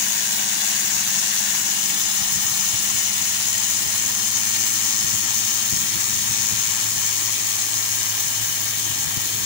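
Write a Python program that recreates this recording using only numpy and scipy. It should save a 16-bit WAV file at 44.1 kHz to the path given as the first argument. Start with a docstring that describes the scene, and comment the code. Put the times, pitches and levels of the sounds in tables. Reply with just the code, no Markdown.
"""A pressure washer's jet hisses on a stone wall: filtered noise that throbs with the pump's strokes.
At first the motor hums over a faint pump and a far engine drones, both as wavering tones.
Single puffs of wind, bursts of low swings, thump from about one second on, most densely near six seconds.
Towards the end the hiss weakens and loses its throb, the pump hums louder, and motor and drone fade.
Two handheld microphones hear it: the right one about a millisecond nearer, the left one louder."""
import sys
import numpy as np
from scipy import signal
from scipy.io import wavfile
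from scipy.ndimage import uniform_filter1d

SR = 44100
rng = np.random.default_rng(int(sys.argv[2]) if len(sys.argv) > 2 else 0)


def waveform_to_disk(signal):
    """Save audio, clipped to [-1, 1], as 16-bit WAV at the path in sys.argv[1]."""
    frames = np.transpose(np.atleast_2d(signal))
    scaled = np.clip(frames, -1, 1) * 32767
    samples = np.round(scaled).astype(np.int16)
    wavfile.write(sys.argv[1], SR, samples)


N = 416744
# noise is shaped in short overlapping frames of 1024 samples, one every 256
FRAMES, HZ = N // 256 + 5, np.fft.rfftfreq(1024, 1 / SR)
TIMES = np.arange(FRAMES) * 256 / SR


def gain_of(db):
    """Turns decibels into a loudness factor."""
    return 10 ** (np.asarray(db) / 20)


def evened(x):
    """Scales a signal to an average strength (rms) of 1."""
    return x / np.sqrt(np.mean(x ** 2) + 1e-20)


def over_hz(points, axis=1):
    """Reads one column of a colour table at every frequency bin."""
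    table = np.transpose(points)
    return np.interp(np.log(HZ + 1), np.log(table[0] + 1), table[axis])[:, None]


def over_time(rows, t):
    """Reads every column of a table over time at the times t."""
    s, *columns = np.transpose(rows)
    return np.array([np.interp(t, s, column) for column in columns])


def wander(seconds):
    """A smooth random curve of rms 1: noise averaged twice over the given time."""
    size = max(int(seconds * SR), 1)
    smoothed_once = uniform_filter1d(rng.standard_normal(N), size)
    return evened(uniform_filter1d(smoothed_once, size))


def patches(bins, frames):
    """Random patches over frequency and time, rms 1."""
    field = rng.standard_normal((FRAMES, len(HZ))).T
    across_hz = uniform_filter1d(field, max(int(bins), 1), 0)
    return evened(uniform_filter1d(across_hz, max(int(frames), 1), 1))


def sound(z):
    """Turns short-time spectra into samples."""
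    return signal.istft(z, nperseg=1024, noverlap=768)[1][:, :N]


def dip(hz, width):
    """A bell-shaped curve of height 1 over the frequency bins."""
    return np.exp(-((HZ[:, None] - hz) / width) ** 2)


# how much later the left microphone hears the jet than the right one: (time_s, lag_ms)
LAG = [(0, 1.06), (1.35, 1.075), (1.75, 1.01), (2.5, .985), (3.3, 1.02), (3.8, .99), (5.7, .945),
       (8.5, .957), (9.45, .937)]
# how alike the noise is at both microphones: (pitch_hz, likeness_0_to_1)
SAME = [(60, .72), (300, .9), (900, .75), (1600, .62), (3000, .5), (10000, .45), (15000, .3)]


def pair():
    """Noise at two spaced microphones: partly shared, with the left one delayed by the longer path."""
    a, b, c, d = rng.standard_normal((FRAMES, len(HZ), 4)).T
    same = np.clip(over_hz(SAME), 0, 1)
    right = a + 1j * b
    left_only = c + 1j * d
    # turning the phase in step with frequency delays the sound
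    late = np.exp(-2j * np.pi * HZ[:, None] * over_time(LAG, TIMES) / 1000)
    left = late * (same * right + np.sqrt(1 - same ** 2) * left_only)
    return np.array([left, right])


# reflections off nearby surfaces, which shift with the lag:
# (microphone_0_left_1_right, delay_ms at 1 ms lag, gain at 1 ms lag,
#  delay_change_ms_per_ms of lag, gain_change_per_ms of lag)
ECHOES = [(0, 1.68, .06, 1.1, 0), (0, 1.39, .07, .9, .2), (0, 1.53, -.14, .9, -.3), (1, 1.56, .05, .3, .7),
          (1, 1.18, .07, 0, -.3), (1, 1.83, .04, 0, -1)]


def reflections():
    """Delayed copies add to and cancel the direct sound, leaving ripples in the colour."""
    out = np.ones((2, len(HZ), FRAMES), complex)
    shift = over_time(LAG, TIMES) - 1
    for side, delay, gain, delay_slope, gain_slope in ECHOES:
        turns = HZ[:, None] * (delay + delay_slope * shift) / 1000
        softer_treble = (HZ[:, None] / 11000) ** 2
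        out[side] += (gain + gain_slope * shift) * np.exp(-2j * np.pi * turns - softer_treble)
    return out


SLOW_START, SETTLE_S = .013, .75  # share under full speed at the start; settling time in seconds
PUMP_HZ, MOTOR_HZ = 107.6, 198.5  # at full speed


def strokes():
    """Running time of the machine in seconds at full speed: it starts slightly slow and settles."""
    speed = 1 - SLOW_START * np.exp(-np.arange(N) / SR / SETTLE_S)
    return np.cumsum(speed) / SR


# the jet as the lance wanders: (time_s, hiss_change_db, pump_throb_depth_0_to_1)
JET = [(0, 2.1, 0.3), (1.5, 2.5, 0.1), (2.5, 2.5, 0), (3.8, 2.5, 0.07), (5, 3.4, 0.6), (5.4, 1.9, 0.25),
       (6.6, 2.3, 0.34), (8.6, 0.1, 0), (9.45, -1, 0)]
# colour of the jet at each microphone: (pitch_hz, left_db, right_db)
COLOUR = [(430, -15.5, -27), (742, -3.5, -7), (1170, -4.5, -8.5), (1600, 1, -4.5), (3600, 2, -3),
          (4800, 0.5, -3.5), (5620, 4.5, -1), (6650, 12, 0), (7820, 4.5, -5), (8170, 0, -4.5),
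          (10060, -4, -0.5), (13900, -12, -7), (14370, 1.5, 1.5), (15400, 2.5, 6)]
# narrow dips and bumps in that colour: (pitch_hz, width_hz, left_db, right_db)
DIPS = [(456, 27, 0.5, 0), (2094, 120, -3, -6), (2490, 99, -0.5, -2.5), (4790, 78, -0.5, 3),
        (1800, 100, 2.5, -1.5)]
# a dip on the left, briefly a small bump, that shifts as the lance moves: (time_s, pitch_hz, level_db)
MOVING_DIP = [(0, 1200, -7), (1.5, 1240, 1), (1.9, 1610, -3.5), (3, 1640, -9), (4, 1610, -4.5),
              (9.45, 1443, -5)]
JET_DB = -18.5  # average over both microphones
SPLASH_FOLLOWS, FIZZ_FOLLOWS = .4, .05  # share of the hiss change taken by low splash and fine fizz
SPLASH_THROB, FIZZ_THROB = .12, .5  # throb depth 0-1
SPLASH_DB_PER_MS = 9.5  # the low splash grows as the lag grows


def jet():
    """Water breaking up on stone makes broad noise; pump strokes pulse it and drops roughen it."""
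    hiss_db = over_time(JET, TIMES)[0]
    octave = np.log2(HZ[:, None] + 1)
    # three bands: splash fades out up to 5500 Hz, fizz fades in from 8000 Hz, hiss lies between
    low = np.clip((np.log2(5500) - octave) / .5, 0, 1)
    high = np.clip((octave - np.log2(8000)) / 0.58, 0, 1)
    middle = 1 - low - high
    level_db = hiss_db * (middle + low * SPLASH_FOLLOWS + high * FIZZ_FOLLOWS)
    level_db += low * SPLASH_DB_PER_MS * (over_time(LAG, TIMES) - 1)
    level_db = level_db + 15.0 * np.minimum(octave - np.log2(400), 0)  # the small jet makes little bass

    # many fainter reflections add small, slowly shifting ripples, strongest in the low band
    ripple_db = .7 + .4 * low
    colour_db = np.array([over_hz(COLOUR, axis=k) + ripple_db * patches(3, 60) for k in (1, 2)])
    for hz, width, *dbs in DIPS:
        colour_db += np.reshape(dbs, (2, 1, 1)) * dip(hz, width)
    moving_hz, moving_db = over_time(MOVING_DIP, TIMES)
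    colour_db[0] += moving_db * dip(moving_hz, 99)
    bumpy_db = 1.0 * patches(40, 4)  # the jet crosses bumps and grooves in the stone
    z = pair() * reflections() * gain_of(colour_db + level_db + bumpy_db)

    # each stroke is a surge with a sharper top; the left microphone hears it later
    t = np.arange(N) / SR
    late = [[1], [0]] * over_time(LAG, t) / 1000
    turn = 2 * np.pi * PUMP_HZ * (strokes() - late)
    stroke_shape = np.cos(turn) + .25 * np.cos(2 * turn - .3)
    surge = stroke_shape * gain_of(3.2 * wander(.03) - .6)
    hiss_depth = over_time(JET, t)[1]
    spatter_db = 1.3 * wander(0.0016) + 0.45 * wander(0.031)  # drops arrive in clumps

    mix = 0
    # band, throb depth, share of the spatter
    for band, depth, share in [(low, SPLASH_THROB, .3), (middle, hiss_depth, .6), (high, FIZZ_THROB, .8)]:
        throb = np.sqrt(np.clip(1 + depth * surge, .05, 4))
        mix = mix + sound(z * band) * throb * gain_of(share * spatter_db)
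    return gain_of(JET_DB) * evened(mix)


# hum of the machine: (time_s, pump_first_tone_db, swell_of_second_and_third_tones_db, motor_db)
HUM = [(0, -59.5, -3, -46.5), (1.5, -55.5, 3.5, -44.5), (2.5, -60, -6, -45), (3.2, -49, 0, -46),
       (4.5, -47, 1.5, -48.5), (6.2, -45, 3.5, -56), (7.2, -45, -7, -52), (8.25, -43.5, -4, -62),
       (9.45, -43.5, -0.5, -61)]
# pump tones at 2 to 6 times its pitch, before swell and drift: level_db
OVERTONES_DB = [-51.5, -52, -55, -60.5, -54]
OVERTONE_DRIFT_DB, OVERTONE_DRIFT_S = 1.5, 0.9


def hum():
    """The turning pump gives six tones at whole multiples of its pitch, the motor one; all waver."""
    t = np.arange(N) / SR
    first_db, swell_db, motor_db = over_time(HUM, t)
    pump_db = [first_db] + [db + OVERTONE_DRIFT_DB * wander(OVERTONE_DRIFT_S) for db in OVERTONES_DB]
    pump_db[1:3] = [db + swell_db for db in pump_db[1:3]]
    late = over_time(LAG, t)[0] / 1000
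    out = np.zeros((2, N))
    tones_hz = [k * PUMP_HZ for k in range(1, 7)] + [MOTOR_HZ]
    delays = [0.49, 0.59, 1.02, 0.82, 1.3, 0.96, 1.1]  # left delay as a share of the jet's
    right_db = [-1.0, 0.0, -4.5, -0.5, -0.5, 2.5, -2.0]  # right level against left
    for hz, db, share, side_db in zip(tones_hz, pump_db + [motor_db], delays, right_db):
        turn = 2 * np.pi * (hz * strokes() + rng.random())
        turn = turn + 0.0011 * hz * wander(0.036)  # higher tones waver more
        level = np.sqrt(2) * gain_of(db + 2.05 * wander(0.026))
        left = np.cos(turn - 2 * np.pi * hz * share * late)
        right = gain_of(side_db) * np.cos(turn)
        out += level * np.array([left, right])
    return out


# wind puffs: (peak_s, level_db at the peak, microphone_0_left_1_right)
PUFFS = [(0.966, -37, 0), (2.217, -33, 0), (2.374, -33, 0), (2.746, -29, 0), (2.953, -36, 0),
         (3.87, -30.5, 0), (5.042, -28.5, 0), (5.147, -31.5, 0), (5.732, -26, 0), (5.772, -32, 0),
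         (5.838, -32, 1), (5.961, -31, 0), (6.138, -31, 0), (6.179, -35, 0), (6.225, -34, 0),
         (6.308, -29, 0), (6.358, -38, 0), (6.413, -38, 0), (6.53, -27.5, 0), (6.974, -32, 0),
         (8.416, -34, 0), (8.494, -35, 0), (8.91, -32, 0), (9.072, -29.5, 0), (9.174, -27, 0),
         (9.347, -34, 0), (9.44, -32, 0)]


def wind():
    """Wind pushing on one microphone at a time: each puff is a short burst of uneven low swings."""
    out = np.zeros((2, N + SR))
    t = np.arange(-2000, 3000) / SR
    swings_hz = (73, 112, 145.0, 191, 269, 344, 445)
    gains = (0.64, 1.0, 0.9, 0.6, 0.35, 0.24, 0.1)
    chance = rng.random((len(PUFFS), 7))
    shape = np.exp(-(t / np.where(t < 0, .013, .017)) ** 2)  # rises a little faster than it falls
    for (s, db, side), draw in zip(PUFFS, chance):
        swings = sum(g * np.cos(2 * np.pi * (hz * t + p)) for hz, g, p in zip(swings_hz, gains, draw))
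        at = max(round(s * SR) - 2000, 0)
        out[int(side > .5), at:at + len(t)] += gain_of(db) * evened(swings) * shape
    return out[:, :N]


# gusts under the puffs: (middle_s, half_length_s, left_db)
GUSTS = [(1, 0.22, -52), (2.5, 0.5, -41.5), (4, 0.39, -49), (5.097, 0.18, -47), (6.305, 0.72, -40.5),
         (8.3, 0.71, -46), (9.4, 0.56, -41)]
# colour of the moving air: (pitch_hz, level_db)
BREEZE_COLOUR = [(35, -32), (65, -14), (110, 6), (200, -6), (500, -26)]
CALM_DB, SHELTER_DB = -58, -31  # air between gusts; gusts on the right against the left


def breeze():
    """Uneven air movement makes lumpy low noise, unrelated between the microphones."""
    a, b = rng.standard_normal((FRAMES, len(HZ), 2, 2)).T
    lumps_db = np.array([2.5 * patches(8, 5) for _ in range(2)])
    lumps = evened(sound((a + 1j * b) * gain_of(over_hz(BREEZE_COLOUR) + lumps_db)))
    t = np.arange(N) / SR
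    gusts = sum(gain_of(db) * np.exp(-((t - s) / half) ** 2) for s, half, db in GUSTS)
    return lumps * (gain_of(CALM_DB) + gusts * gain_of([[0], [SHELTER_DB]]))


# colour of the low body noise: (pitch_hz, level_db)
RUMBLE = [(40, -29), (80, -19), (110, -8), (150, -10), (180, -10), (300, -1.5), (400, -6.5), (520, -9),
          (800, -36)]
RUMBLE_DB = -45  # the right side is then lowered


def rumble():
    """Low body noise of the machine and the yard, with a slowly shifting colour."""
    z = pair() * gain_of(over_hz(RUMBLE) + 1.76 * patches(4.7, 28))
    return evened(sound(z)) * gain_of(RUMBLE_DB + np.array([[0], [-3.5]]))


# a far engine, heard at four and five times its turning speed:
# (time_s, speed_hz, fourth_tone_db, fifth_tone_db)
DRONE = [(0, 29.2, -60, -51), (2.3, 30.77, -54.5, -54), (4.2, 31.64, -59, -67), (5.8, 32, -55, -75),
         (7, 31.8, -90, -75)]


def drone():
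    """Engine tones glide with its turning speed; two soft ones reach both microphones together."""
    hz, *levels_db = over_time(DRONE, np.arange(N) / SR)
    turn = 2 * np.pi * np.cumsum(hz) / SR
    tones = 0
    for order, db in zip((4, 5), levels_db):
        tones = tones + gain_of(db + 1.5 * wander(.1)) * np.cos(order * turn)
    return np.sqrt(2) * tones * gain_of([[0], [-1.5]])


def scene():
    """Adds the jet, machine, wind and far engine together."""
    return jet() + hum() + wind() + breeze() + rumble() + drone()


EDGE_HZ = 15730


def record(dry):
    """The recorder's band limit: a steep filter removes the sound above the edge."""
    low_pass = signal.firwin(1023, EDGE_HZ, window=("kaiser", 9), fs=SR)
    return signal.oaconvolve(dry, low_pass[None], "same")


dry = scene()
out = record(dry)
waveform_to_disk(out)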